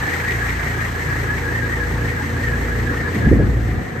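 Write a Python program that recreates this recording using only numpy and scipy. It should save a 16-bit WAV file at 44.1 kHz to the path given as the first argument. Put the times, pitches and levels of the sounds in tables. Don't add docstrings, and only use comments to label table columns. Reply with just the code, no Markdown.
import sys
import numpy as np
from scipy import signal
from scipy.fft import rfft, irfft
from scipy.io import wavfile
from scipy.ndimage import uniform_filter1d, minimum_filter1d

SR = 44100
rng = np.random.default_rng(int(sys.argv[2]) if len(sys.argv) > 2 else 0)


def file_out(sig):
    cols = np.atleast_2d(sig).T
    lim = np.clip(cols, -1, 1)
    pcm = np.round(lim * 32767).astype(np.int16)
    wavfile.write(sys.argv[1], SR, pcm)


N = 176400
TIME = np.arange(N) / SR
SIDES = np.array([[1], [-1]])

FIRING_HZ, BELT_LAP_HZ, WHINE_HZ = 28.25, 5.65, 1824
WAVER_DB, WAVER_HZ = .7, 7.5


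# multiple of the firing rate, relative level/dB
HUM_ORDERS = [(1, -21), (3, 1), (4, -1), (5, -7.5), (6, -19.5), (7, -20.5), (8, -18), (9, -22), (10, -13.5),
              (12, -21.5), (14, -17), (17, -13)]
# t/s, level/dB
HUM_LEVEL = [(0, -35.5), (.2, -31.5), (1.0, -31), (2.2, -28.5), (3.05, -29.5), (3.3, -29), (3.76, -26.5),
             (3.82, -42), (4, -37)]
# t/s, level/dB
BOOM_LEVEL = [(0, -27), (.1, -49), (.35, -28), (.6, -27), (.85, -36), (1.25, -29), (1.6, -32), (1.97, -24),
              (2.28, -41), (2.5, -24), (2.8, -24), (3.15, -39), (3.3, -18), (3.72, -22.5), (3.84, -47),
              (4, -43)]
def hum(firings, beat_hz=2.45, pulley_db=-4):
    orders = sum(waver(db) * harmonic(firings, round(multiple)) for multiple, db in HUM_ORDERS)
    pulley = from_db(pulley_db) * harmonic(firings + beat_hz * (TIME - 2.02) / 4, 4)
    boom = from_db(in_time(BOOM_LEVEL)) * harmonic(firings, 2)
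    return from_db(in_time(HUM_LEVEL)) * (orders + pulley) + boom


def harmonic(firings, multiple, smear_turns=.24, side_db=-20.5):
    angle = 2 * np.pi * (multiple * firings - smear_turns * multiple ** 2)
    side = SIDES * from_db(side_db) * drift(WAVER_HZ) * np.cos(angle)
    return np.sqrt(2) * np.sin(angle) + side


# f/Hz, relative level/dB
CLATTER_EQ = [(540, -6.5), (720, 2.5), (900, 2.5), (1050, 0.5), (1400, 4.5), (2200, -11.5), (3000, -11.5),
              (5000, -21)]
# t/s, level/dB
CLATTER_LEVEL = [(0, -28.5), (.35, -31.5), (.7, -31.5), (1.5, -32.5), (2.2, -33), (3.2, -32), (3.5, -37),
                 (4, -37.5)]
def clatter(firings, pulse_db=1):
    gain = from_db(in_time(CLATTER_LEVEL) + pulse_db * swing(firings))
    return gain * banded_noise(CLATTER_EQ, bands=12)


# f/Hz, relative level/dB
RUMBLE_EQ = [(36, -22), (60, -4), (100, -4.5), (155, 2.5), (200, -9), (250, -4), (310, -4), (390, -4),
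             (490, -8.5), (560, -7.5)]
# t/s, level/dB
RUMBLE_LEVEL = [(0, -29.5), (.7, -30.5), (1.5, -28.5), (2.2, -29), (3.1, -26.5), (3.6, -32.5), (4, -29)]
def rumble(firings, pulse_db=1.35):
    gain = from_db(in_time(RUMBLE_LEVEL) + pulse_db * swing(firings))
    return gain * banded_noise(RUMBLE_EQ, bands=14)


# f/Hz, width/Hz, level/dB, crest of the swing/laps, swing/dB
RASP_MODES = [(1647, 140, -36.5, 0.11, -2), (1811, 93, -37.5, 0, 6.5), (1916, 54, -37.5, 0.73, 0),
              (2063, 140, -38, 0.056, 3), (2283, 180, -44, 0.49, 1)]
# t/s, relative level/dB
RASP_LEVEL = [(0, -3), (.04, 3), (.33, 3.5), (.85, 1), (.93, -6), (1.0, 1.5), (1.55, -1.5), (1.95, -1.5),
              (2.55, -2), (3.27, -1), (3.48, -7.5), (4, -4.5)]
def belt_rasp(firings, laps, pulse_db=1.2, grain_db=1.1):
    rasp = belt_whine(laps)
    for hz, width_hz, db, crest, swing_db in RASP_MODES:
        rasp += resonance(hz, width_hz) * from_db(db + swing_db * swing(laps - crest))
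    tug = from_db(pulse_db * swing(firings) + grain_db * drift(25))
    return tug * (rasp * from_db(in_time(RASP_LEVEL)) + belt_chirps(laps))


def belt_whine(laps, swing_hz=100.7, db=-35.5):
    tone = signal.hilbert(resonance(WHINE_HZ, width_hz=90))
    return from_db(db) * np.real(tone * frequency_shift(swing_hz * swing(laps)))


# t/s, level/dB, f/Hz
BELT_CHIRPS = [(.054, -25, 1747), (.233, -30, 1674), (.3, -25, 1900), (.422, -25, 1660), (.609, -36, 1660),
               (.795, -28, 1657), (.968, -31, 1697), (1.125, -26, 1663), (1.313, -24.5, 1686),
               (1.485, -24, 1650), (1.565, -24, 1820), (1.645, -26.5, 1645), (1.73, -27, 1858),
               (1.829, -26.5, 1665), (2.027, -32.5, 1690), (2.11, -32.5, 1902), (2.192, -28.5, 1655),
               (2.364, -32.5, 1623), (2.46, -25.5, 1838), (2.545, -25.5, 1673), (2.715, -30, 1665),
               (2.901, -26, 1673), (3.0, -31.5, 1818), (3.072, -29, 1692), (3.252, -27, 1660),
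               (3.421, -34.5, 1660)]
def belt_chirps(laps, half_s=.029, boost_db=1, depth_hz=24.94):
    squeak = signal.hilbert(resonance(WHINE_HZ, width_hz=47))
    bend_hz = depth_hz * swing(laps)
    bursts = 0
    for s, db, hz in BELT_CHIRPS:
        shift_hz = hz - WHINE_HZ + bend_hz - np.interp(s, TIME, bend_hz)
        bursts += from_db(db + boost_db) * bell(s, half_s) * frequency_shift(shift_hz)
    return np.real(squeak * bursts)


# t/s, level/dB, half length/s
CATCH_CUES = [(.098, -28, .005), (.14, -27, .009), (0.203, -27, .007), (0.245, -33, 0.0078),
              (.285, -25, 0.002), (.31, -21, 0.0022), (0.322, -22.5, .0035), (0.39, -33, 0.0034),
              (0.492, -27.5, 0.011), (.597, -31, .005), (0.635, -32, 0.0061), (0.667, -39, .007),
              (0.809, -30, 0.0044), (0.853, -38, 0.0073), (1.389, -29, 0.01), (2.096, -30.5, 0.0081),
              (2.278, -40, .008), (2.45, -36, .009), (3.16, -32, .012), (3.705, -36.5, 0.018)]
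# f/Hz, relative level/dB
CATCH_EQ = [(1000, -27), (1500, -12), (1900, 4.5), (2350, 1), (2650, -10.5), (4200, -19.5), (9000, -31),
            (15000, -41)]
def belt_catches():
    return coloured_noise(CATCH_EQ) * sum(from_db(db) * bell(s, half_s) for s, db, half_s in CATCH_CUES)


# t/s, level/dB
DRAUGHT_LEVEL = [(3.1, -60), (3.15, -31), (3.24, -17.5), (3.28, -16.5), (3.42, -18.5), (3.5, -22.5),
                 (3.62, -28.5), (3.77, -25), (3.82, -25.5), (4, -56)]
# f/Hz, relative level/dB
DRAUGHT_EQ = [(36, -10), (55, 3), (80, 6.5), (130, -1), (220, 0), (330, -6), (500, -17), (800, -18),
              (1500, -46)]
# t/s, level before overload/dB, half length/s, centre f/Hz
AIR_BUFFETS = [(3.162, -20.5, 0.013, 229), (3.202, -23, 0.013, 126), (3.272, -10, .008, 79.5),
               (3.275, -8, 0.006, 188), (3.317, -3.5, 0.0026, 308), (3.33, -7.5, 0.0045, 320),
               (3.325, -6, .012, 75), (3.348, -19.5, 0.0093, 263), (3.37, -14, 0.004, 171),
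               (3.399, -10, 0.0056, 113), (3.401, -17.5, 0.0066, 417), (3.434, -8.5, 0.0047, 116),
               (3.426, -18.5, 0.007, 302), (3.487, -12.5, 0.0087, 103), (3.572, -18, 0.011, 95),
               (3.636, -20, 0.0083, 89), (3.779, -18, 0.0056, 83)]
def vent_air(spread=1.45, ceiling=2.8, top_hz=810):
    draught = evened(banded_noise(DRAUGHT_EQ, bands=10, flicker_db=0), samples=1500)
    air = from_db(in_time(DRAUGHT_LEVEL)) * draught
    for s, db, half_s, hz in AIR_BUFFETS:
        edges = hz / spread, hz * spread
        noise = band(rng.standard_normal((2, N)), *edges)
        eddy = stereo(band(noise, *edges), likeness=.97, balance_db=0)
        air += evened(eddy, samples=400) * from_db(db) * bell(s, half_s)
    overloaded = ceiling * np.tanh(air / ceiling)
    return signal.sosfilt(signal.butter(4, top_hz, fs=SR, output="sos"), overloaded)


# f/Hz, level/dB
ACCESSORY_TONES = [(234, -39), (252, -44.5), (289, -54.5), (415, -56), (481, -41)]
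# t/s, relative level/dB
ACCESSORY_LEVEL = [(0, -5), (1.0, -3.5), (2.1, 1.5), (2.5, 5.5), (2.9, 3.5), (3.2, -6.5), (3.6, -10),
                   (4, 2)]
def accessories(waver_rad=.8):
    tones = sum(waver(db) * np.sin(2 * np.pi * hz * TIME + waver_rad * drift(2.8))
                for hz, db in ACCESSORY_TONES)
    return np.sqrt(2) * tones * from_db(in_time(ACCESSORY_LEVEL))


# f/Hz, relative level/dB
HISS_EQ = [(800, 5), (1250, 10), (2300, 7.5), (2850, 2.5), (3080, 1.5), (3400, -4), (3850, -1), (4250, 2.2),
           (4600, -4), (5500, -1.5), (6250, 1), (7300, -4), (7800, 0), (8800, -2.5), (10200, -30),
           (11500, -3), (13000, -9.5), (15500, -11.5)]
# t/s, level/dB
HISS_LEVEL = [(0, -34), (.3, -35), (.8, -36), (1.4, -37.5), (1.9, -38.5), (2.7, -38), (3.05, -40),
              (3.19, -39), (3.38, -44), (3.7, -43), (4, -45)]
def hiss(firings, laps, lap_db=1.05, pulse_db=.6, flicker_db=.35):
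    level_db = in_time(HISS_LEVEL) + lap_db * swing(laps) + pulse_db * swing(firings)
    return coloured_noise(HISS_EQ) * from_db(level_db + flicker_db * drift(9.8))


def cabin_ring(hz=725, db=-39.5, door_frame_s=3.6, fade_s=.055):
    inside = (1 + np.tanh((TIME - door_frame_s) / fade_s)) / 2
    return from_db(db) * resonance(hz, width_hz=48) * inside


# f/Hz, left-right likeness (-1 opposed, 1 mono)
STEREO_LIKENESS = [(60, .93), (130, .88), (290, .75), (500, .3), (700, .1), (900, .25), (1400, 0),
                   (2300, .5), (4000, .27), (6300, .15), (7300, .6), (8800, -.05), (9300, -.94),
                   (10800, -.97), (11100, .1), (12400, .93), (15000, .9)]
# f/Hz, left minus right level/dB
STEREO_BALANCE = [(60, 2), (300, -0.5), (700, 0.1), (2000, 1), (3200, 3.5), (5000, 4.5), (6600, 4.5),
                  (7300, 4), (9000, -2.5)]
def spaced_microphones(pair, hz):
    return stereo(pair, at_hz(STEREO_LIKENESS, hz), at_hz(STEREO_BALANCE, hz))


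def stereo(pair, likeness, balance_db):
    mid = np.sqrt(1 + likeness) * pair[0]
    side = np.sqrt(1 - likeness) * pair[1] * SIDES
    return (mid + side) * from_db(SIDES * balance_db / 2)


def banded_noise(eq, bands, flicker_db=2.12):
    edges = np.geomspace(eq[0][0], eq[-1][0], bands + 1)
    white = rng.standard_normal((2, 2, N))
    noise = 0
    for k, (low, high) in enumerate(zip(edges, edges[1:])):
        hz = np.sqrt(low * high)
        gain = from_db(at_hz(eq, hz) + flicker_db * drift(22.5))
        noise += gain * spaced_microphones(band(white[k % 2], low, high), hz)
    return rms_one(noise)


def coloured_noise(eq):
    hz = np.maximum(np.fft.rfftfreq(N, 1 / SR), 1)
    gain = from_db(at_hz(eq, hz)) / np.sqrt(1 + (eq[0][0] / hz) ** 4)
    white = rfft(rng.standard_normal((2, N)))
    return rms_one(irfft(gain * spaced_microphones(white, hz), N))


def resonance(hz, width_hz):
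    r = np.exp(-np.pi * width_hz * np.sqrt(2) / SR)
    b, a = [1 - r, 0, r - 1], [1, -2 * r * np.cos(2 * np.pi * hz / SR), r * r]
    rung = signal.lfilter(b, a, signal.lfilter(b, a, rng.standard_normal((2, N))))
    return evened(stereo(rung, likeness=.061, balance_db=1.6), samples=2000)


def drift(rate_hz, step=40):
    r = np.exp(-2 * np.pi * rate_hz * step / SR)
    slow = signal.lfilter([1], [1, -2 * r, r * r], rng.standard_normal(N // step + 2002))[2000:]
    return np.interp(np.arange(N) / step, np.arange(len(slow)), rms_one(slow))


def waver(db):
    return from_db(db + WAVER_DB * drift(WAVER_HZ))


def swing(turns):
    return np.cos(2 * np.pi * turns)


def bell(s, half_s):
    return np.exp(-.5 * np.minimum(((TIME - s) / half_s) ** 2, 100))


def frequency_shift(hz):
    return np.exp(2j * np.pi * np.cumsum(hz) / SR)


def band(x, low_hz, high_hz):
    return signal.sosfilt(signal.butter(2, [low_hz, high_hz], "band", fs=SR, output="sos"), x)


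def evened(x, samples):
    return x / np.sqrt(uniform_filter1d(np.mean(x ** 2, axis=0), samples) + 1e-12)


def in_time(rows):
    return np.interp(TIME, *np.transpose(rows))


def at_hz(points, hz):
    f, value = np.transpose(points)
    return np.interp(np.log(hz), np.log(f), value)


def from_db(db):
    return 10 ** (np.asarray(db) / 20)


def rms_one(x):
    return x / np.sqrt(np.mean(x ** 2) + 1e-20)


def scene(wander_s=.0004, right_lag_s=.00002):
    crank_s = TIME + wander_s * drift(2.02)
    firings = FIRING_HZ * (crank_s - .001)
    laps = BELT_LAP_HZ * (crank_s - .14)
    left, right = (hum(firings) + accessories() + rumble(firings) + clatter(firings)
                   + belt_rasp(firings, laps))
    engine = np.array([left, np.interp(TIME - right_lag_s, TIME, right)])
    return engine + belt_catches() + hiss(firings, laps) + cabin_ring() + vent_air()


def record(dry, cutoff_hz=15700):
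    headroom = np.minimum(1, .95 / (np.abs(dry).max(axis=0) + 1e-9))
    limited = dry * uniform_filter1d(minimum_filter1d(headroom, size=200), size=200)
    return signal.sosfilt(signal.cheby2(14, 60, cutoff_hz, fs=SR, output="sos"), limited)


dry = scene()
out = record(dry)
file_out(out)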